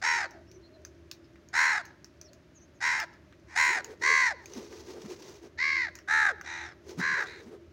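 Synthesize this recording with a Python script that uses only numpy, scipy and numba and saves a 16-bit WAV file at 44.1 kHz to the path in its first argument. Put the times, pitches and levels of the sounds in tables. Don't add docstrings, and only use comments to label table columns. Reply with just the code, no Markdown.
import sys
import numpy as np
from scipy import signal
from scipy.fft import rfft, irfft
from scipy.io import wavfile
from scipy.ndimage import uniform_filter1d, map_coordinates
from numba import njit

SR = 44100
rng = np.random.default_rng(int(sys.argv[2]) if len(sys.argv) > 2 else 0)


def waveform_to_disk(signal):
    frames = np.transpose(np.atleast_2d(signal))
    scaled = np.clip(frames, -1, 1) * 32767
    samples = np.round(scaled).astype(np.int16)
    wavfile.write(sys.argv[1], SR, samples)


N = 340452

# (frequency [Hz], level [dB])
FEATHERS = [(410, -60), (700, -20), (886, 2.5), (1060, -6.5), (1520, -11), (2000, -7), (2990, -10.5),
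            (6230, -4.5), (8100, -21), (13100, -28.5), (16000, -20)]


def undb(db):
    return 10 ** (np.asarray(db) / 20)


def unit(x):
    return x / np.sqrt(np.mean(x ** 2) + 1e-20)


def add(out, s, x):
    i = max(int(s * SR), 0)
    out[i:i + len(x)] += x[:max(len(out) - i, 0)]


def curve_gain(points, grid_hz):
    hz, db = np.transpose(points)
    return undb(np.interp(np.log(np.maximum(grid_hz, 1)), np.log(hz), db))


def colour(x, points):
    size = 2048
    gain = curve_gain(points, np.arange(size // 2 + 1) * SR / size)
    cepstrum = irfft(np.log(gain))
    cepstrum[1:size // 2] *= 2
    cepstrum[size // 2 + 1:] = 0
    response = irfft(np.exp(rfft(cepstrum)))
    return signal.fftconvolve(x, response)[:len(x)]


def ring(x, hz, width_hz):
    b, a = signal.iirpeak(min(hz, .45 * SR), hz / width_hz, fs=SR)
    return signal.lfilter(b, a, x)


def steep(x, hz, width_hz):
    return ring(ring(x, hz, width_hz), hz, width_hz)


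@njit
def glide(x, hz, width_hz):
    y, band, low = np.empty(len(x)), 0., 0.
    for i in range(len(x)):
        g, k = np.tan(np.pi * hz[i] / SR), width_hz / hz[i]
        v = (band + g * (x[i] - low)) / (1 + g * (g + k))
        band, low, y[i] = 2 * v - band, low + 2 * g * v, k * v
    return y


def wander(n, rate):
    place = np.arange(n) * rate / SR
    targets = rng.standard_normal(int(place[-1]) + 2)
    return map_coordinates(targets, [place], order=1, mode="nearest") * np.sqrt(3 / 2)


def tone(hz):
    return np.sin(2 * np.pi * np.cumsum(hz) / SR)


def even(x, size=1100):
    power = uniform_filter1d(uniform_filter1d(x ** 2, size), size // 2)
    return x / np.sqrt(power + 1e-14)


def town(wash_db=-58, waver_db=2.0):
    # (frequency [Hz], level [dB])
    wash_colour = [(15, -56), (25, -37.5), (70, -2.5), (130, -7), (195, -9), (223, -12.5), (344, -6),
                   (476, -22), (607, -12.5), (754, -26), (1700, -24), (3520, -33.5), (6380, -36),
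                   (7920, -48.5), (16000, -52.5)]
    # (frequency [Hz], width [Hz], level before the slow drift [dB])
    hum_bands = [(78.6, 8, -65), (338.7, 5.4, -61.5), (380, 51, -66), (608, 32, -76.5)]
    # (time [s], change [dB])
    hum_drift = [(0, 3.5), (1.3, -2), (2.5, -13.5), (3.3, -5), (5.6, 0.5), (7.7, 3)]
    gain = curve_gain(wash_colour, np.arange(N // 2 + 1) * SR / N)
    wash = unit(irfft(rfft(rng.standard_normal(N)) * gain, N))
    hum = np.zeros(N)
    for hz, width, db in hum_bands:
        band = steep(rng.standard_normal(N), hz, width) * undb(waver_db * wander(N, 14))
        hum += undb(db) * unit(band)
    drift_db = np.interp(np.arange(N) / SR, *np.transpose(hum_drift))
    return wash * undb(wash_db) + hum * undb(drift_db)


def far_notes(notes, waver, waver_rate):
    out = np.zeros(N)
    for s, length, from_hz, to_hz, db in notes:
        n = int(length * SR)
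        hz = np.linspace(from_hz, to_hz, n) * (1 + waver * wander(n, waver_rate))
        add(out, s, tone(hz) * np.hanning(n) * undb(db))
    return out


def far_birds(chirp_db=-1, hoot_db=-1):
    # (time [s], length [s], start pitch [Hz], end pitch [Hz], level before the group's gain [dB])
    chirps = [(0.464, 0.056, 5240, 5800, -63), (0.519, 0.075, 6250, 5740, -61.5),
              (0.612, 0.086, 4060, 4350, -59.5), (0.717, 0.067, 4300, 4060, -64),
              (1.225, 0.053, 5140, 5030, -67), (2.23, 0.06, 6200, 5030, -54),
              (2.27, 0.041, 4430, 4300, -61), (2.537, 0.069, 7000, 5800, -55.5),
              (2.585, 0.083, 6000, 6470, -58.5), (2.73, 0.076, 6900, 6100, -69)]
    hoots = [(0.28, 0.19, 650, 620, -53.5), (0.47, 0.18, 350, 400, -51), (0.66, .26, 650, 574, -55.5),
             (2.1, 0.35, 570, 630, -56)]
    high = far_notes(chirps, waver=.03, waver_rate=1100) * undb(chirp_db)
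    low = far_notes(hoots, waver=0.057, waver_rate=130) * undb(hoot_db)
    return high + low


def claws(count=80, level_db=-59, spread_db=4, tick_s=0.005):
    out, t = np.zeros(N), np.arange(SR // 30) / SR
    for s, size in zip(rng.uniform(0, N / SR, count), rng.standard_normal(count)):
        tick = rng.standard_normal(len(t)) * np.exp(-t / tick_s)
        add(out, s, tick * undb(level_db + spread_db * size))
    return colour(out, FEATHERS)


def wing(n, hz, air_db, feather_db, breadth=0.21, swish_db=-15, crinkle_db=2.5):
    rush = even(steep(rng.standard_normal(n), hz, hz * breadth + 60), size=600)
    swish = unit(ring(rng.standard_normal(n), 950, 830))
    uneven_noise = rng.standard_normal(n) * undb(crinkle_db * wander(n, 230))
    crinkle = unit(colour(uneven_noise, FEATHERS))
    return undb(air_db) * (rush + undb(swish_db) * swish) + undb(feather_db) * crinkle


def wings(rush_hz=388.5, stroke_s=0.15, beat_hz=8.81, beat_db=3.5, unevenness=0.37, fade_s=0.15):
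    # (start [s], end [s], air before beating [dB], feathers likewise [dB])
    flurries = [(3.622, 3.956, -52, -65), (4.36, 5.45, -54, -58), (6.78, 7.612, -55.5, -67)]
    # (strongest time [s], rush pitch [Hz], air at its peak [dB], feathers likewise [dB])
    strokes = [(3.705, 389, -47, -66), (3.914, 411.5, -45, -62.5), (4.035, 363.3, -44.5, -56),
               (4.11, 438.5, -42, -62), (4.577, 229.7, -39, -49), (4.603, 419, -46, -57),
               (4.732, 402, -48.5, -57), (4.905, 334, -44.5, -54.5), (4.967, 396, -43.5, -74),
               (5.058, 212.3, -42, -58), (5.117, 369, -41, -51.5), (5.287, 379.5, -49, -53.5),
               (5.447, 358, -46.5, -60), (6.901, 396.4, -46.5, -53), (6.996, 200.7, -31.5, -45),
               (7.127, 199, -51, -64), (7.203, 448.4, -45, -50), (7.479, 226.6, -47, -75),
               (7.537, 406, -46.5, -80)]
    out = np.zeros(N)
    for start, end, air_db, feather_db in flurries:
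        n = int((end - start) * SR)
        beat = tone(beat_hz * (1 + unevenness * wander(n, 12.23)))
        swell = signal.windows.tukey(n, 2 * fade_s / (end - start))
        add(out, start, wing(n, rush_hz, air_db, feather_db) * swell * undb(beat_db * beat))
    for s, hz, air_db, feather_db in strokes:
        n = int(stroke_s * hz / rush_hz * SR)
        add(out, s - n / SR / 2, wing(n, hz, air_db, feather_db) * np.hanning(n) ** 2)
    return out


def pecks(tick_s=0.0012, scatter_s=0.02, scatter_db=-16, ring_db=7):
    # (time [s], peak level [dB], ring pitch [Hz], body against the tick [dB])
    blows = [(0.309, -39.5, 5670, -3), (0.5148, -42.5, 5900, -35), (0.85, -32, 6150, -7.5),
             (1.1139, -24.5, 3830, -12.5), (1.357, -46.5, 3000, 11), (1.487, -44, 6700, -25),
             (1.853, -39, 6200, -2), (2.0448, -33, 5450, -10), (2.214, -34, 6240, -15),
             (2.3328, -40.5, 6700, -9), (2.8718, -23, 5470, 9), (3.0002, -21, 5230, 2.5),
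             (3.137, -51, 3150, -23), (3.325, -46, 5270, 14), (3.8454, -27, 6800, -8),
             (4.458, -33.5, 6500, -25), (4.5356, -33.5, 6330, -12), (4.7266, -38, 5410, 5),
             (5.9538, -33.5, 6700, -5), (5.988, -37.5, 5490, 1.5), (6.4117, -28.5, 5960, 8)]
    # (frequency [Hz], level [dB])
    tick_colour = [(180, -39), (300, -8), (885, -32.5), (2480, 0.5), (3030, -11), (3760, -8), (4520, -2.5),
                   (6410, -2), (8090, -19.5), (12300, -19), (16000, -13.5)]
    out, t = np.zeros(N), np.arange(SR // 10) / SR
    fade = np.exp(-t / tick_s) + undb(scatter_db) * np.exp(-t / scatter_s)
    for s, db, hz, body_db in blows:
        blow = rng.standard_normal(len(t)) * fade
        tick = colour(blow, tick_colour)
        bright = unit(tick + undb(ring_db) * ring(tick, hz, 460))
        body = unit(steep(blow, 1730, 1300))
        sound = bright + undb(body_db) * body
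        add(out, s, sound / np.abs(sound).max() * undb(db))
    return out


def syrinx(hz, along, depth, settle, rough, flutter_hz=78.28, skew=0.34, throb_db=5.0, throb_lag=0.57,
           throb_fade=1.0, flutter_jitter=0.067, fray=3.09, shimmer_db=1.45):
    n = len(hz)
    loose = 0.416 + fray * np.abs(along - .33)
    flutter_rate = flutter_hz * (1 + flutter_jitter * loose * wander(n, 119.7))
    flutter = 2 * np.pi * np.cumsum(flutter_rate) / SR
    swing = depth * (1 - settle * along ** 2) * (np.sin(flutter) + skew * np.sin(2 * flutter))
    phase = 2 * np.pi * np.cumsum(hz * (1 + swing + rough * loose * wander(n, 500))) / SR
    orders = np.arange(1, 33)[:, None]
    scatter = rng.uniform(0, 2 * np.pi, orders.shape) * (orders > 4)
    buzz = unit(np.cos(orders * phase + scatter).sum(axis=0))
    throb = np.cos(flutter - throb_lag) * (1 - throb_fade * along)
    strength = undb(throb_db * throb + shimmer_db * loose * wander(n, 300))
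    return buzz, strength, throb


def rasp(harsh, gape, beak, treble_db, follow=0.42, broad_db=-10, round_trip_s=0.00124, bounce=0.65):
    # (frequency [Hz], level [dB])
    beak_colour = [(2100, -45.5), (2800, -17), (3300, -5), (4050, 4), (5600, 0), (6900, 3.5), (8300, -7),
                   (9700, -8), (11000, -19.5), (12300, -20), (13600, -26), (15200, -12)]
    peaks = np.zeros(len(harsh))
    for hz, width, db in beak:
        peaks += undb(db) * glide(harsh, hz * gape ** follow, float(width))
    delay = round_trip_s * SR / gape ** follow
    echo = map_coordinates(harsh, [np.arange(len(harsh)) - delay], order=3)
    bright = peaks + undb(broad_db) * (harsh + bounce * echo)
    return colour(colour(bright, beak_colour), [(5500, 0.006), (10000, treble_db)])


def effort(t, length, attack_s, droop_db, release_s, onset_db=-25, end_db=-11.5):
    closing = np.clip(1 - (length - t) / release_s, 0, 1)
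    return onset_db * np.exp(-t / attack_s) - droop_db * (t / length) ** 2 + end_db * closing


def caw(row, beak, air_db=-27, hiss_db=-9, rasp_throb_db=0.0, throat_follow=0.41, skirt_hz=1400.0,
        edge=0.87, windpipe_width_hz=420.0, low_cut_hz=560, bite_db=5.5, bite_s=0.048, shut_rasp_db=-4):
    pitch_arch = [(0, .73), (.1, .89), (.2, 0.97), (.36, 0.98), (.6, 0.96), (.8, .855), (.9, .745),
                  (1, .52)]
    (start, end, level_db, attack_s, droop_db, release_s, top_hz, arch_depth, depth, settle, rough,
     throat_hz, throat_width_hz, pipe_db, rasp_db, treble_db) = row
    n = int((end - start) * SR)
    t, along = np.arange(n) / SR, np.arange(n) / n
    gape = np.interp(along, *np.transpose(pitch_arch)) ** arch_depth
    buzz, strength, throb = syrinx(top_hz * gape, along, depth, settle, rough)
    air = rng.standard_normal(n)
    source = strength * (buzz + undb(air_db) * air)

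    quiver = gape * (1 + 16 * rough ** 2 * wander(n, 450))
    centre = throat_hz * quiver ** throat_follow
    throat = glide(glide(source, centre, float(throat_width_hz)), centre, skirt_hz)
    edge_hz = max(throat_hz + edge * throat_width_hz, 2250)
    throat = signal.sosfilt(signal.butter(6, edge_hz, fs=SR, output="sos"), throat)
    second_hz = 2 * top_hz * gape
    windpipe = glide(glide(source, second_hz, windpipe_width_hz), second_hz, windpipe_width_hz)
    shut_db = np.interp(along, [.85, 1], [0, -9])
    voice = undb(shut_db) * throat + undb(pipe_db) * windpipe
    voice = signal.sosfilt(signal.butter(4, low_cut_hz, "high", fs=SR, output="sos"), voice)

    harsh = strength * undb(rasp_throb_db * throb) * (buzz + undb(hiss_db) * air)
    extra_db = bite_db * np.exp(-t / bite_s) + shut_rasp_db * (1 - gape)
    bright = even(rasp(harsh, quiver, beak, treble_db)) * undb(rasp_db + extra_db)
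    loudness = undb(level_db + effort(t, end - start, attack_s, droop_db, release_s))
    return (even(voice) + bright) * loudness * signal.windows.tukey(n, .05)


def groan(top_hz, length_s=.1, from_share=1.8, to_share=0.7, waver=0.038):
    n = int(length_s * SR)
    hz = top_hz * np.geomspace(from_share, to_share, n) * (1 + waver * wander(n, 300))
    return tone(hz) * np.hanning(n)


def crows(gain_db=-0.8, groan_db=-11, groan_lead_s=.055, groan_rough=0.013):
    # (start [s], end [s], level before the crows' gain [dB], attack [s],
    #   droop by the end [dB], release [s], pitch at the arch's share 1 [Hz], arch depth [power],
    #   flutter depth [share of pitch], flutter lost by the end [share], roughness [share of pitch],
    #   throat at full gape [Hz], throat width [Hz], windpipe [dB], rasp before bite [dB], treble at 10 kHz [dB])
    calls = [ (0.013, 0.273, -23.5, 0.017, 12, 0.024, 491, 1.25, 0.068, 0, 0.038, 1904, 660, -5.5, -11.5, -8.5),
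             (1.527, 1.822, -21, 0.02, 10.5, 0.048, 503.8, 1.1, 0.09, 0.027, 0.052, 1867, 520, -10, -14, -3),
             (2.802, 3.055, -24.5, .017, 11, 0.021, 498, 0.93, 0.078, 0, 0.045, 1937, 503, -8.5, -13, -7.5),
             (3.471, 3.563, -45.5, 0.028, -2, 0.022, 480, 0.36, 0.19, 0.067, 0.08, 1960, 506, -6, -13, -5),
             (3.549, 3.816, -21.5, 0.013, 11.5, 0.03, 508.5, 1.2, 0.083, 0, 0.032, 2007, 534, -7.5, -13, -0.5),
             (4.01, 4.332, -21.5, 0.019, 3.5, .055, 542.3, 0.69, 0.07, 0.35, 0.011, 2008, 263, -12.5, -14, -8.5),
             (5.573, 5.898, -25.5, 0.016, 5.5, .055, 559, .9, 0.058, 0.55, 0.016, 2100, 215, -22, -15, -28.5),
             (6.073, 6.323, -21, 0.019, 3.5, 0.037, 445, .6, 0.065, 0.08, 0.0097, 1710, 310, -16, -19.5, 0),
             (6.432, 6.741, -37, .022, 8.5, 0.084, 458, 1, 0.1, 0.08, 0.076, 1880, 650, -7, -10, -9.5),
             (6.987, 7.266, -26.5, 0.018, 4.5, 0.047, 544.5, 0.91, 0.082, 0.17, 0.033, 1800, 400, -17, -17, -14.5),
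             (7.258, 7.438, -46.5, 0.0016, 11.5, 0.024, 490, 0.79, 0.11, 0.08, 0.073, 1920, 675, -19, -7.5, 0)]
    # (frequency at full gape [Hz], width [Hz], level [dB])
    beaks = [
        [(5630, 130, 2.5), (6550, 94, -2.5)],
        [(4260, 63, 4), (5710, 280, -1.5), (6700, 122, -5.5)],
        [(3970, 78, -10), (5600, 220, -1.5), (6560, 70, -6)],
        [(5660, 260, -3)],
        [(4170, 128, -5), (5640, 170, -2.5), (6930, 114, -0.5)],
        [(4465, 50, 1.5), (5960, 87, 3), (6410, 130, -7)],
        [(4060, 53, -20), (4470, 140, -0.5), (5160, 162, -5.5)],
        [(3880, 250, 4), (5660, 100, -3), (6130, 70, 3)],
        [(3870, 72, 11.5), (6020, 170, 7)],
        [(4120, 68, 2), (6000, 160, -3)],
        [(3950, 280, 13)],
    ]
    out = np.zeros(N)
    for row, beak in zip(calls, beaks):
        start, end, level_db, _, droop_db, _, top_hz, _, _, _, rough = row[:11]
        add(out, start, caw(row, beak))
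        groan_gain = undb(level_db - droop_db + groan_db) * np.exp(-rough / groan_rough)
        add(out, end - groan_lead_s, groan(top_hz) * groan_gain)
    return out * undb(gain_db)


def roof(x, near_db=-14, near_s=0.012, far_db=-26, t60_s=0.59, slap_s=0.13, slap_db=-26, count=24):
    t = np.arange(SR) / SR
    near = np.zeros(SR)
    lags = rng.uniform(0.002184, .04, count)
    near[(lags * SR).astype(int)] = rng.choice([-1, 1], count) * np.exp(-lags / near_s)
    near *= undb(near_db) / np.linalg.norm(near)
    tail = rng.standard_normal(SR) * np.exp(-np.log(1000) * t / t60_s) * np.minimum(t / 0.082, 1)
    far = undb(far_db) * tail / np.linalg.norm(tail)
    far[int(slap_s * SR)] += undb(slap_db)
    far = colour(far, [(300, 7), (1000, 2), (2000, -4), (4500, 0), (9000, -16)])
    return x + signal.fftconvolve(x, near + far)[:N]


def scene():
    birds = far_birds() + claws() + wings() + pecks() + crows()
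    return (town() + roof(birds))[None]


def record(dry, top_hz=15900):
    return signal.sosfilt(signal.ellip(10, .2, 70, top_hz, fs=SR, output="sos"), dry)


dry = scene()
out = record(dry)
waveform_to_disk(out)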